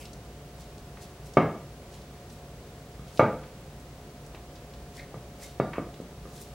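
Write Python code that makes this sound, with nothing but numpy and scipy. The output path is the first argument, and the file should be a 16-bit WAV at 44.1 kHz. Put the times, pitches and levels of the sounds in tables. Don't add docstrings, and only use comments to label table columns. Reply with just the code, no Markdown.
import sys
import numpy as np
from scipy import signal
from scipy.fft import rfft, irfft
from scipy.io import wavfile
from scipy.ndimage import uniform_filter1d, minimum_filter1d

SR = 44100
rng = np.random.default_rng(int(sys.argv[2]) if len(sys.argv) > 2 else 0)


def file_out(sig):
    cols = np.atleast_2d(sig).T
    lim = np.clip(cols, -1, 1)
    pcm = np.round(lim * 32767).astype(np.int16)
    wavfile.write(sys.argv[1], SR, pcm)


N = 288414

# f/Hz, relative level/dB
FAN_SPECTRUM = [(12, -57), (20, -29), (47, -1.5), (87, -4), (148, -4), (324, -11), (362, -11.5), (565, -11),
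                (667, -15), (725, -15), (811, -17.5), (1670, -24), (6020, -29.5), (14300, -36.5),
                (15500, -54)]
# f/Hz, side minus mid level/dB
FAN_SIDE = [(150, -63), (300, -38), (550, -25), (1000, -9.5), (2000, -3.5), (4000, -1.5), (8000, -1),
            (14000, 0.5)]
# f/Hz, level/dB
MOTOR_PARTIALS = [(59.2, -53.5), (118.4, -61), (145.3, -55.5), (365, -65.5), (419.9, -62.5), (559.9, -65.5),
                  (586.8, -72), (710.6, -60.5)]
# f/Hz, side minus mid level/dB
WORK_SIDE = [(150, -74), (300, -68), (550, -78), (1000, -40), (2000, -18), (4000, -11.5), (8000, -3.5),
             (14000, 2.5)]
# peak t/s, level/dB, centre f/Hz, rise plus fall time/s
GLOVE_RUBS = [(0.014, -50.5, 8050, 0.063), (0.608, -53.5, 5500, 0.04), (1.025, -48, 5230, 0.035),
              (1.266, -54, 5860, 0.048), (1.941, -56, 4580, 0.076), (2.328, -56.5, 7500, 0.04),
              (3.083, -57.5, 3500, 0.052), (3.168, -53.5, 6500, 0.089), (4.969, -50, 4900, 0.055),
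              (5.434, -45.5, 5860, 0.065), (6.365, -52.5, 5760, 0.16), (6.417, -46, 10100, 0.036)]
# peak t/s, level/dB, centre f/Hz
MEAT_DRAGS = [(0.025, -52, 2630), (4.997, -47, 2050), (5.425, -53, 2080), (5.763, -42, 1200)]
# t/s, level/dB, centre f/Hz
MEAT_SMACKS = [(0.054, -48, 4350), (0.132, -50.5, 5960), (0.618, -53, 4800), (0.78, -50.5, 4900),
               (0.972, -48, 1400), (1.191, -54, 1150), (1.337, -46.5, 5400), (2.017, -54.5, 4460),
               (2.299, -49, 5200), (3.175, -42, 3740), (3.435, -47, 1550), (4.263, -50.5, 7500),
               (4.348, -48.5, 2350), (4.557, -49.5, 4000), (4.737, -51, 3800), (5.7328, -35.5, 1210),
               (5.941, -53, 2960)]
# f/Hz, T60/s
ROOM_DECAY = [(100, 0.45), (260, 0.46), (700, 0.47), (1800, 0.43), (5000, 0.35), (14000, 0.075)]
# f/Hz, gain/dB
ROOM_RESPONSE = [(40, -26), (90, 4), (140, 3), (250, -1.5), (500, -6.5), (900, -2.5), (1300, -2),
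                 (2300, -3.5), (4000, -3.5), (12000, -8)]
# t/s, level/dB, push f/Hz, ring gain/dB, ring tilt/(dB per octave)
LANDINGS = [(1.371, -4, 416, 2, 2.5), (1.4243, -22, 167, 0.5, 2), (2.995, -38, 300, 2, -4.5),
            (3.1956, -3, 490, 1, 2.5), (3.2302, -12.5, 397, -6.5, -2.5), (4.347, -34.5, 496, -11, 7),
            (5.1432, -32, 440, 3, -1.5), (5.6004, -10.5, 416, -3, -0.5), (5.783, -18, 383, -3.5, -1.5),
            (6.002, -29, 330, -12.5, -5.5), (6.255, -37, 300, 3.5, -3)]
# f/Hz, relative level/dB, T60/s
BOARD_MODES = [(142.6, -21, 0.11), (171, -19, 0.091), (285, -33, 0.047), (406, -23.5, 0.08),
               (440, -23, 0.35), (518, -25, 0.48), (693, -21.5, 0.04), (1083, -20, 0.045),
               (1187, -13, 0.071), (1221.6, -25, 0.096), (1270, -41, 0.078), (1417, -40, 0.1),
               (1530, -41.5, 0.18), (1882, -34, 0.025), (2212, -25, 0.11), (2650, -38, 0.06)]
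# f/Hz, relative level/dB
SLAP_SPECTRUM = [(60, -36), (200, 4), (500, 5.5), (900, 5.5), (1600, 2.5), (2500, -8), (3200, -13.5),
                 (5000, -24), (9000, -36.5), (16000, -46)]
# t/s, level/dB
CHINA_TOUCHES = [(4.992, -64), (5.438, -55.5), (5.601, -57)]
# f/Hz, relative level/dB, T60/s
CHINA_MODES = [(2030, -7, 0.27), (2140, 10, 0.12), (3730, -1, 0.5), (4620, -5, 0.5), (4800, -12, .3),
               (5518, -21, .3)]


def amp(db):
    return 10 ** (np.asarray(db) / 20)


def unit(x):
    return x / np.sqrt(np.mean(x ** 2) + 1e-20)


def read(points, hz):
    f, value = np.transpose(points)
    return np.interp(np.log(hz + 1), np.log(f + 1), value)


def add(mix, s, sound):
    start = round(s * SR)
    sound = sound[..., max(-start, 0):]
    part = mix[:, max(start, 0):][:, :sound.shape[-1]]
    part += sound[..., :part.shape[1]]


def colour(x, points):
    size = x.shape[-1]
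    return irfft(rfft(x) * amp(read(points, np.fft.rfftfreq(size, 1 / SR))), size)


def diffuse_pair(noises, side_db):
    size = noises.shape[-1]
    ratio = amp(read(side_db, np.fft.rfftfreq(size, 1 / SR)))
    mid, side = rfft(noises) / np.sqrt(1 + ratio ** 2)
    return irfft(np.array([mid + ratio * side, mid - ratio * side]), size)


def drift(rate_hz):
    hz = np.fft.rfftfreq(N, 1 / SR)
    return unit(irfft(rfft(rng.standard_normal(N)) * np.exp(-(hz / rate_hz) ** 2), N))


def appliance(air_db=-46.99, waver=0.079, wander_hz=0.65, whine_hz=15734, whine_db=-72.5):
    noise = diffuse_pair(rng.standard_normal((2, N)), FAN_SIDE)
    air = amp(air_db) * unit(colour(noise, FAN_SPECTRUM))
    hum = np.zeros(N)
    for hz, db in MOTOR_PARTIALS:
        strength = amp(db) * (1 + waver * drift(rate_hz=0.94))
        cycles = np.cumsum(hz + wander_hz * drift(rate_hz=3.28)) / SR + rng.random()
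        hum += strength * np.sin(2 * np.pi * cycles)
    whine = amp(whine_db) * np.sin(2 * np.pi * whine_hz * np.arange(N) / SR)
    return air + np.sqrt(2) * (hum + whine)


def friction(s, db, centre_hz, octaves, rise_s, fall_s, slips_per_s=1700, smooth=0.19):
    t = np.arange(-SR // 4, SR // 4) / SR
    slips = rng.standard_normal((2, len(t))) * (smooth + (rng.random(len(t)) < slips_per_s / SR))
    hz = np.fft.rfftfreq(len(t), 1 / SR)
    band = np.exp(-(np.log2((hz + 1) / centre_hz) / octaves) ** 2 / 4)
    grain = unit(diffuse_pair(irfft(rfft(slips) * band, len(t)), WORK_SIDE))
    envelope = np.exp(-np.maximum(-t / rise_s, t / fall_s))
    return s + t[0], amp(db) * grain * envelope


def glove_rub(s, db, hz, length_s, rise_share=0.38):
    rise_s = length_s * rise_share
    return friction(s, db, hz, octaves=0.7, rise_s=rise_s, fall_s=length_s - rise_s)


def kitchen(x, decay, build_s=0.0043, bend=1.08):
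    noise = diffuse_pair(rng.standard_normal((2, SR // 2)), WORK_SIDE)
    hz, t, bands = signal.stft(noise, SR, nperseg=256)
    t60 = decay * read(ROOM_DECAY, hz)[:, None]
    fade = np.exp(-np.log(1000) * (t / t60) ** bend)
    tail = signal.istft(bands * fade, SR, nperseg=256)[1]
    onset = 1 - np.exp(-(np.arange(tail.shape[1]) / SR / build_s) ** 2)
    tail = colour(tail / np.linalg.norm(tail[0] * onset), ROOM_RESPONSE) * onset
    tail *= np.clip(np.linspace(2, 0, tail.shape[1]), 0, 1) ** 2
    return signal.fftconvolve(np.atleast_2d(x), tail, axes=1)


def meat_drag(s, db, hz, overtone_db=-9):
    shape = dict(octaves=0.16, rise_s=0.016, fall_s=0.017)
    start, fundamental = friction(s, db, hz, **shape)
    _, overtone = friction(s, db + overtone_db, 2 * hz, **shape)
    return start, fundamental + overtone


def smack(s, db, hz):
    return friction(s, db, hz, octaves=0.41 * (4500 / hz) ** 0.3, rise_s=0.0007, fall_s=0.0084)


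def glove_ticks(per_s=3.5, db=-60.5, hz=4500, count=60):
    times = np.cumsum(rng.exponential(1, count)) / per_s
    octaves = rng.uniform(-0.578, 0.98, count)
    return [(s, db, hz * 2 ** octave) for s, octave in zip(times, octaves) if s < N / SR]


def wet_slap(age, grip_s=0.00044, fall_s=0.0073):
    noise = unit(colour(rng.standard_normal(len(age)), SLAP_SPECTRUM))
    return noise * np.exp(-age / fall_s) * (1 - np.exp(-age / grip_s))


def board_ring(age, db, ring_db, tilt_db, flex_hz=587, flex_t60_s=0.03, soft_hz=2900):
    modes = [(hz, ring_db + level + tilt_db * np.log2(hz / 1000), t60) for hz, level, t60 in BOARD_MODES]
    flex = (flex_hz, 2 + 1.6 * db, flex_t60_s)
    ring = sum(amp(level) * np.exp(-np.log(1000) * age / t60) * -np.sin(2 * np.pi * hz * age)
               for hz, level, t60 in modes + [flex])
    softness = signal.butter(4, soft_hz, fs=SR, output="sos")
    return signal.sosfiltfilt(softness, ring)


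def meat_landing(s, db, push_hz, ring_db, tilt_db, lead_s=0.003002, slap_db=-18, room_db=-3):
    t = np.arange(SR // 2) / SR - lead_s
    phase = 2 * np.pi * push_hz * t
    push = -np.sqrt(2) * np.sin(phase) * np.exp(-(phase / 1.43) ** 2 / 2)
    ring = board_ring(np.maximum(t, 0), db, ring_db, tilt_db)
    slap = amp(ring_db + slap_db + tilt_db) * wet_slap(np.maximum(t + lead_s / 2, 0))
    direct = push + ring + slap
    to_walls = push + amp(-3) * ring + amp(3) * slap
    low_cut = signal.butter(3, 100, "high", fs=SR, output="sos")
    direct, to_walls = signal.sosfilt(low_cut, amp(db) * np.array([direct, to_walls]))
    heard = amp(room_db) * kitchen(to_walls, decay=0.94)
    heard[:, :len(t)] += direct
    return s - lead_s, heard


def platter(s, db, swell_s=0.0037):
    t = np.arange(SR // 2) / SR
    ring = np.zeros((2, len(t)))
    for hz, level, t60 in CHINA_MODES:
        cycles = hz * t + rng.random((2, 1)) / 4
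        ring += amp(level) * np.exp(-np.log(1000) * t / t60) * np.sin(2 * np.pi * cycles)
    return s, amp(db) * ring * (1 - np.exp(-t / swell_s))


def scene(handling_room_db=-5):
    out = appliance()
    for row in LANDINGS:
        add(out, *meat_landing(*row))
    for row in CHINA_TOUCHES:
        add(out, *platter(*row))
    handling = np.zeros((2, N))
    for row in GLOVE_RUBS:
        add(handling, *glove_rub(*row))
    for row in MEAT_DRAGS:
        add(handling, *meat_drag(*row))
    for row in MEAT_SMACKS + glove_ticks():
        add(handling, *smack(*row))
    return out + handling + amp(handling_room_db) * kitchen(handling, decay=0.76)[:, :N]


def record(dry, ceiling=0.92, edge_hz=15950):
    gain = np.minimum(ceiling / (abs(dry).max(0) + 1e-9), 1)
    held = minimum_filter1d(gain, size=161)
    smoothed = uniform_filter1d(uniform_filter1d(held, size=81), size=81)
    low_pass = signal.firwin(1023, edge_hz, window=("kaiser", 9), fs=SR)
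    return signal.oaconvolve(dry * smoothed, low_pass[None], "same")


dry = scene()
out = record(dry)
file_out(out)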